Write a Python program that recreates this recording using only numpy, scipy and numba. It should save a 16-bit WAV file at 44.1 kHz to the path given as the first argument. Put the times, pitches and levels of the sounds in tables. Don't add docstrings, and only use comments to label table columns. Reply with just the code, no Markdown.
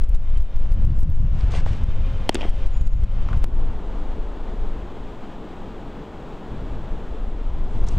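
import sys
import numpy as np
from scipy import signal
from scipy.fft import rfft, irfft, next_fast_len
from scipy.io import wavfile
from scipy.ndimage import uniform_filter1d
from numba import njit

SR = 44100
rng = np.random.default_rng(int(sys.argv[2]) if len(sys.argv) > 2 else 0)


def store_wav(level_fs):
    pcm = np.round(np.clip(np.atleast_2d(level_fs), -1, 1) * 32767)
    wavfile.write(sys.argv[1], SR, pcm.T.astype(np.int16))


def ratio_of_db(decibels):
    return 10 ** (np.asarray(decibels, float) / 20)


N = 351918
CHANGE_S = 3.4427
LIMIT = .447


def evened(x):
    return x / np.sqrt(np.mean(x ** 2) + 1e-20)


def read(points, hz):
    f, value = np.transpose(points)
    return np.interp(np.log(hz + 1), np.log(f + 1), value)


def curve(rows, index):
    rows = np.array(rows)
    return np.interp(np.arange(N) / SR, rows[:, 0], rows[:, index])


def add(mix, s, sound):
    part = mix[max(round(s * SR), 0):][:len(sound)]
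    part += sound[:len(part)]


def coloured(x, points):
    size = next_fast_len(len(x))
    gain = ratio_of_db(read(points, np.fft.rfftfreq(size, 1 / SR)))
    return evened(irfft(rfft(x, size) * gain, size)[:len(x)])


def drift(seconds):
    t = np.arange(0, N / SR, 1e-3)
    size = max(round(seconds * 1000), 2)
    smooth = uniform_filter1d(rng.standard_normal(len(t)), size)
    smooth = uniform_filter1d(smooth, size)
    return np.interp(np.arange(N) / SR, t, evened(smooth))


def resonate(x, hz, width):
    r = np.exp(-np.pi * width / SR)
    return 2 * signal.lfilter([1 - r], [1, -r * np.exp(2j * np.pi * hz / SR)], x).real


def slow_gain_db():
    # [t/s, gain/dB]
    slow_points = [(0.0, -8), (0.22, -10), (0.4, -8.5), (0.8, -6.5), (1.12, -12.5), (1.5, -2.5), (2.0, -4),
                   (2.5, -2), (2.95, -8.5), (3.3, -3.5), (3.43, -3.5), (3.47, 0.3), (3.9, 0.5), (5.0, 0.13),
                   (6.85, .7), (7.3, -0.95), (7.98, 1)]
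    return curve(slow_points, index=1)


def wind():
    # [t/s, level/dB, brightness/dB]
    gusts = [(0.0, -14.5, -20), (0.5, -10, -28), (0.7, -12.5, -12), (1.65, -13, -10), (2.15, -14.5, -14),
             (2.3, -20.5, -26), (2.5, -12, -22), (3.0, -14, -17), (3.44, -11.5, -12), (3.85, -22, -28),
             (4.15, -15.5, -31), (4.35, -27, -16), (4.64, -13.5, -33), (4.9, -30, -15),
             (6.38, -37.5, -10.5), (6.64, -24, -10.5), (7.1, -22, -24.5), (7.8, -12, -20.5)]
    # [f/Hz, density/dB]
    turbulence = [(2.9, -37.5), (5.0, 0.5), (18, 4), (36, -3.5), (124, -18.5), (330, -43.5), (430, -63.5),
                  (730, -120)]
    # [t/s, direction +-1, peak over the limit/dB, width/ms]
    buffets = [(0.018, 1, -0.1, 12), (0.039, -1, 2.5, 19), (0.098, -1, 1, 10), (0.135, 1, 0.2, 20),
               (0.155, -1, 3, 23), (0.378, -1, 2, 14.3), (0.404, 1, 3, 9.9), (0.427, 1, 2, 13),
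               (0.567, 1, 0.5, 13), (0.723, 1, 1.3, 14), (0.745, -1, 0.5, 11), (0.854, 1, 0, 7.9),
               (0.868, -1, -0.5, 13), (0.991, 1, -0.3, 12), (1.012, -1, 0.2, 12), (1.034, -1, 1.8, 6),
               (1.441, -1, -0.5, 8), (1.641, 1, -0.9, 11), (1.839, 1, 1.5, 9), (2.499, -1, 3.5, 20),
               (2.668, -1, 1.5, 13), (2.773, -1, 0.5, 17), (2.817, 1, 1.5, 10), (2.876, -1, 3, 16),
               (2.935, 1, 1.64, 14), (3.041, -1, 1.5, 12), (3.375, -1, 0.5, 8.5), (3.435, -1, -0.04, 19),
               (7.844, 1, 0.7, 17), (7.943, 1, -3, 23)]
    rumble = coloured(rng.standard_normal(N), turbulence)
    flutter = signal.sosfiltfilt(signal.butter(2, 55, "high", fs=SR, output="sos"), rumble)
    bright_db = curve(gusts, index=2) + 15
    x = rumble - flutter + flutter * ratio_of_db(bright_db + 2.3 * drift(0.045) + 1.7 * drift(0.17))
    x *= ratio_of_db(curve(gusts, index=1) - 0.3 + 1.3 * drift(0.13))
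    x = .4 * np.tanh(x / .4)
    for s, way, db, ms in buffets:
        here = x[round(s * SR)]
        push = np.hanning(round(ms * SR / 600)) ** .8
        peak = np.sign(way) * LIMIT * ratio_of_db(1.3 * db + 0.48)
        add(x, s - ms / 1200, (peak - here) * push)
    return x


def hum():
    # [f/Hz, density/dB]
    mound_colour = [(120, -28), (200, -1.5), (299, -9), (529, -9.5), (935, -14.5), (1260, -17), (1960, -24),
                    (2090, -24.5), (2690, -24), (2930, -23.5), (4300, -33.5), (7110, -41), (11000, -59.5),
                    (14300, -88), (22000, -120)]
    # [f/Hz, density/dB]
    plate_colour = [(35, -47), (100, -7), (190, 2.5), (440, -3), (550, -6.5), (860, -8), (1300, -15),
                    (2100, -24), (3400, -25.5), (4300, -33.5), (5500, -39.5), (7500, -40.5), (8800, -48),
                    (10000, -55)]
    # [f/Hz, width/Hz, level/dB]
    fan_tones = [(2090, 15, -3.5), (2440, 55, -2), (3096, 23, -1.5), (3600, 30, -6)]
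    # [t/s, level over the hum/dB]
    fan_swells = [(0, -23), (.3, -11.5), (.8, -22), (1.2, -49), (1.9, -15), (2.3, -13), (2.7, -20),
                  (3.4, -17)]
    # [f/Hz, width/Hz, level over the hum/dB]
    motor_tones = [(534, 1.6, -8.5), (1058, 1.5, -14)]
    # [t/s, level over the hum/dB]
    insect_swells = [(0, -45), (.2, -42), (.28, -22), (.75, -26), (.85, -42), (3.4, -38)]
    patchy = ratio_of_db(0.45 * drift(0.038))
    mound = coloured(rng.standard_normal(N), mound_colour) * ratio_of_db(3.5)
    noise = rng.standard_normal(N)
    whine = sum(ratio_of_db(db) * evened(resonate(noise, hz, width)) for hz, width, db in fan_tones)
    mound += whine * ratio_of_db(curve(fan_swells, index=1) + 1.5 * drift(.04))
    mound += sum(ratio_of_db(db) * evened(resonate(noise, hz, width)) for hz, width, db in motor_tones)
    mound += evened(resonate(noise, 3560, 45)) * ratio_of_db(curve(insect_swells, index=1))
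    plate = coloured(rng.standard_normal(N), plate_colour) * ratio_of_db(3.5)
    plate += ratio_of_db(-11.5) * evened(resonate(noise, 440, 4.0))
    return ratio_of_db(-41) * patchy * np.where(np.arange(N) < CHANGE_S * SR, mound, plate)


def bird():
    # [t/s, length/s, f/Hz, level/dB]
    whistles = [
        (0.96, 0.028, 7350, -68),
        (1.1, 0.2, 6800, -75),
        (2.705, 0.32, 7030, -63.5),
    ]
    sag_hz, sag_s, fade_db = 300, .09, -8
    out, tremble = np.zeros(N), ratio_of_db(3.6 * drift(.02))
    for s, length, hz, db in whistles:
        t = np.arange(0, length, 1 / SR)
        pitch = hz - sag_hz * (1 - np.exp(-t / sag_s))
        tone = np.sqrt(2) * np.sin(2 * np.pi * np.cumsum(pitch) / SR)
        add(out, s, tone * ratio_of_db(db + fade_db * t / length) * signal.windows.tukey(len(t), .25))
    return out * tremble


def scuffs():
    # [start t/s, loudest t/s, end t/s, peak level/dB, weight of the foot/dB]
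    drags = [
        (1.3, 1.4, 1.5, -49.5, 4),
        (1.5, 1.563, 1.615, -36.5, 0),
        (1.655, 1.662, 1.7, -44, -2),
        (1.67, 1.72, 1.8, -46.5, -11),
        (3.282, 3.286, 3.32, -61, 18),
        (3.3, 3.335, 3.37, -63, 24),
        (7.66, 7.76, 7.86, -58, 6),
        (7.858, 7.875, 7.9, -44, 2),
        (7.89, 7.91, 7.975, -49.5, 0),
    ]
    # [t/s, peak level/dB, f/Hz]
    crunches = [(1.408, -39, 2920), (1.511, -45, 6000), (1.518, -34, 4500), (1.538, -23, 650),
                (1.552, -25, 500), (1.549, -28, 2520), (1.661, -23.5, 600), (1.731, -34, 2500),
                (1.731, -44, 6500), (3.286, -26, 1100), (3.286, -39, 2800), (3.291, -43, 2300),
                (3.33, -26, 1100), (7.867, -40, 4950), (7.885, -26, 5900), (7.97, -39, 2500)]
    # [f/Hz, density/dB]
    sand_colour = [(710, -33), (1200, -12), (1710, 2), (2290, -0.5), (3430, -4.5), (8570, -18),
                   (12000, -34), (15600, -70), (22000, -120)]
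    # [f/Hz, density/dB]
    glove_colour = [(1000, -30), (2000, -0.5), (4500, -7), (7000, -10.5), (9000, -14), (11500, -44),
                    (16000, -72)]
    swell_db, fade_db = -12.5, -8.5
    out = np.zeros(N)
    grains = ratio_of_db(1.3 * rng.exponential(1, N)) * (rng.random(N) < .03)
    sand = rng.standard_normal(N) * (1 + grains)
    dull = resonate(resonate(sand, 800, 800), 800, 800)
    for *s, db, weight_db in drags:
        level_db = [db + swell_db, db, db + fade_db]
        t = np.arange(s[0], s[-1], 1 / SR)
        at = slice(round(s[0] * SR), round(s[0] * SR) + len(t))
        grit = coloured(sand[at], sand_colour if s[0] < CHANGE_S else glove_colour)
        scrape = evened(dull[at]) * ratio_of_db(weight_db - 2.0)
        swell = ratio_of_db(np.interp(t, s, level_db) - 1.0) * signal.windows.tukey(len(t), .15)
        add(out, s[0], (grit + scrape) * swell)
    t = np.arange(600) / SR
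    for s, db, hz in crunches:
        burst = rng.standard_normal(len(t)) * ratio_of_db(-60 * t / 0.02) * np.minimum(t * 1500, 1)
        ring = resonate(resonate(burst, hz, .7 * hz), hz, .7 * hz)
        add(out, s, ratio_of_db(db) * ring / abs(ring).max())
    return signal.sosfilt(signal.butter(4, 10000, fs=SR, output="sos"), out)


def mitt():
    # [f/Hz, level/dB, delay/s, length/s]
    pocket = [
        (330, 0.5, 0.00065, 0.006),
        (707, -3, 0.00018, 0.0028),
    ]
    # [t/s, crack level/dB,
    # low thump level/dB, high thump level/dB, loss of treble/dB per half octave]
    pops = [(2.2918, -24, -44, -44, -1), (2.2927, -4.5, -9, -0.5, 1.5), (2.3135, -46, -42, -51, 10),
            (2.3242, -36, -44, -44, 6), (2.329, -40, -49, -42, 1), (2.3452, -13.5, -15.5, -22, -5),
            (2.3535, -14.5, -14.5, -16.5, 1.5), (2.368, -37, -26, -46, 3), (2.386, -43, -29, -41, 10),
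            (2.4101, -23.5, -32, -19.5, 6), (2.417, -27, -31, -31, 5), (2.424, -36, -32, -40, 5),
            (2.430, -31, -45, -19, 12), (2.438, -28, -41, -28, 12), (2.445, -33, -34, -32, 19),
            (2.451, -35, -22.5, -21.5, 15)]
    # [f/Hz, density/dB]
    slap_colour = [(700, -32), (1000, -29), (1400, -9), (1900, -6), (2400, -3.5), (2800, 0.5), (3250, 6.5),
                   (3900, -18.5), (4600, -7.5), (6700, -11), (8600, -12.5), (10500, -36), (15500, -37)]
    slap_ms, smear_ms_per_s = 11.7, 52
    pop_s = pops[1][0]
    out, t = np.zeros(N), np.arange(3000) / SR
    thumps = []
    for hz, db, late, length in pocket:
        wave = np.sin(2 * np.pi * hz * np.maximum(t - late, 0))
        thumps.append(ratio_of_db(db) * wave * np.exp(-(t / length) ** 4))
    low, high = thumps
    for s, crack_db, low_db, high_db, loss_db in pops:
        ms = slap_ms + smear_ms_per_s * (s - pop_s)
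        knee_hz = 3600 - 120 * loss_db
        dulled = [(hz, db - loss_db * max(np.log2(hz / knee_hz), 0) * 2) for hz, db in slap_colour]
        slap = coloured(rng.standard_normal(len(t)), dulled)
        ring = signal.sosfiltfilt(signal.butter(2, 5500, fs=SR, output="sos"), slap)
        slap = ring * ratio_of_db(-60 * t / ms * 1000) + (slap - ring) * ratio_of_db(-60 * t / ms * 2200)
        onset = np.minimum(t / (0.000054 + 0.000077 * abs(loss_db)), 1)
        add(out, s, ratio_of_db(crack_db) * slap * onset + ratio_of_db(low_db) * low + ratio_of_db(high_db) * high)
    tail = np.arange(SR // 2) / SR
    field = rng.standard_normal(len(tail)) * ratio_of_db(-60 * tail / 1.4) * np.minimum(tail / 0.11, 1)
    add(out, pop_s, ratio_of_db(-52) * signal.oaconvolve(field, out[round(pop_s * SR):][:600]))
    return out


def scene():
    near = (wind() + bird() + scuffs() + mitt()) / ratio_of_db(slow_gain_db())
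    return np.array([near + hum()] * 2)


@njit
def stepped_db(x, slow_db, limit, step, every, quick, hold):
    out, steps, last, owed = np.zeros(len(x)), round(slow_db[0] / step), -hold, 0
    for i in range(len(x)):
        if abs(x[i]) * 10 ** (steps * step / 20) > limit and i - last > quick:
            steps, last, owed = steps - 1, i, 5
        elif i % every == 0:
            want = slow_db[i] / step - steps
            if owed > 0 and i - last > every // 2:
                steps, owed = steps - 1, owed - 1
            elif want < -.6:
                steps -= 1
            elif want > .6 and i - last > hold and i % (4 * every) == 0:
                steps += 1
        out[i] = steps * step
    return out


def roll_off(x):
    return signal.sosfilt(signal.butter(12, 16540, fs=SR, output="sos"), x)


def record(dry):
    # [t/s, level/dB]
    ticks = [(0.0917, -39), (0.423, -41), (0.5611, -42), (0.7372, -44), (0.987, -40), (1.004, -40),
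             (1.1016, -45.5), (3.3712, -47)]
    gain_db = stepped_db(dry[0], slow_gain_db(), LIMIT, step=.3, every=66, quick=4, hold=330)
    mono = dry[0] * ratio_of_db(gain_db)
    for s, db in ticks:
        add(mono, s + 0.00089, ratio_of_db(db + 11) * np.array([1, -.6]))
    change = round(CHANGE_S * SR)
    ramp = np.exp(np.arange(-600, 0) / SR / 0.0013)
    mono[change - 600:change] += -.2 * np.sign(mono[change]) * ramp
    right_db = -1.27
    x = np.clip(mono * ratio_of_db(np.array([[0], [right_db]])), -.46, .46)
    x += ratio_of_db(-80) * rng.standard_normal((2, N)) + ratio_of_db(-96.5) * rng.standard_normal(N)
    x -= .97 * signal.sosfiltfilt(signal.butter(10, 15850, "high", fs=SR, output="sos"), x)
    return roll_off(x)


dry = scene()
out = record(dry)
store_wav(out)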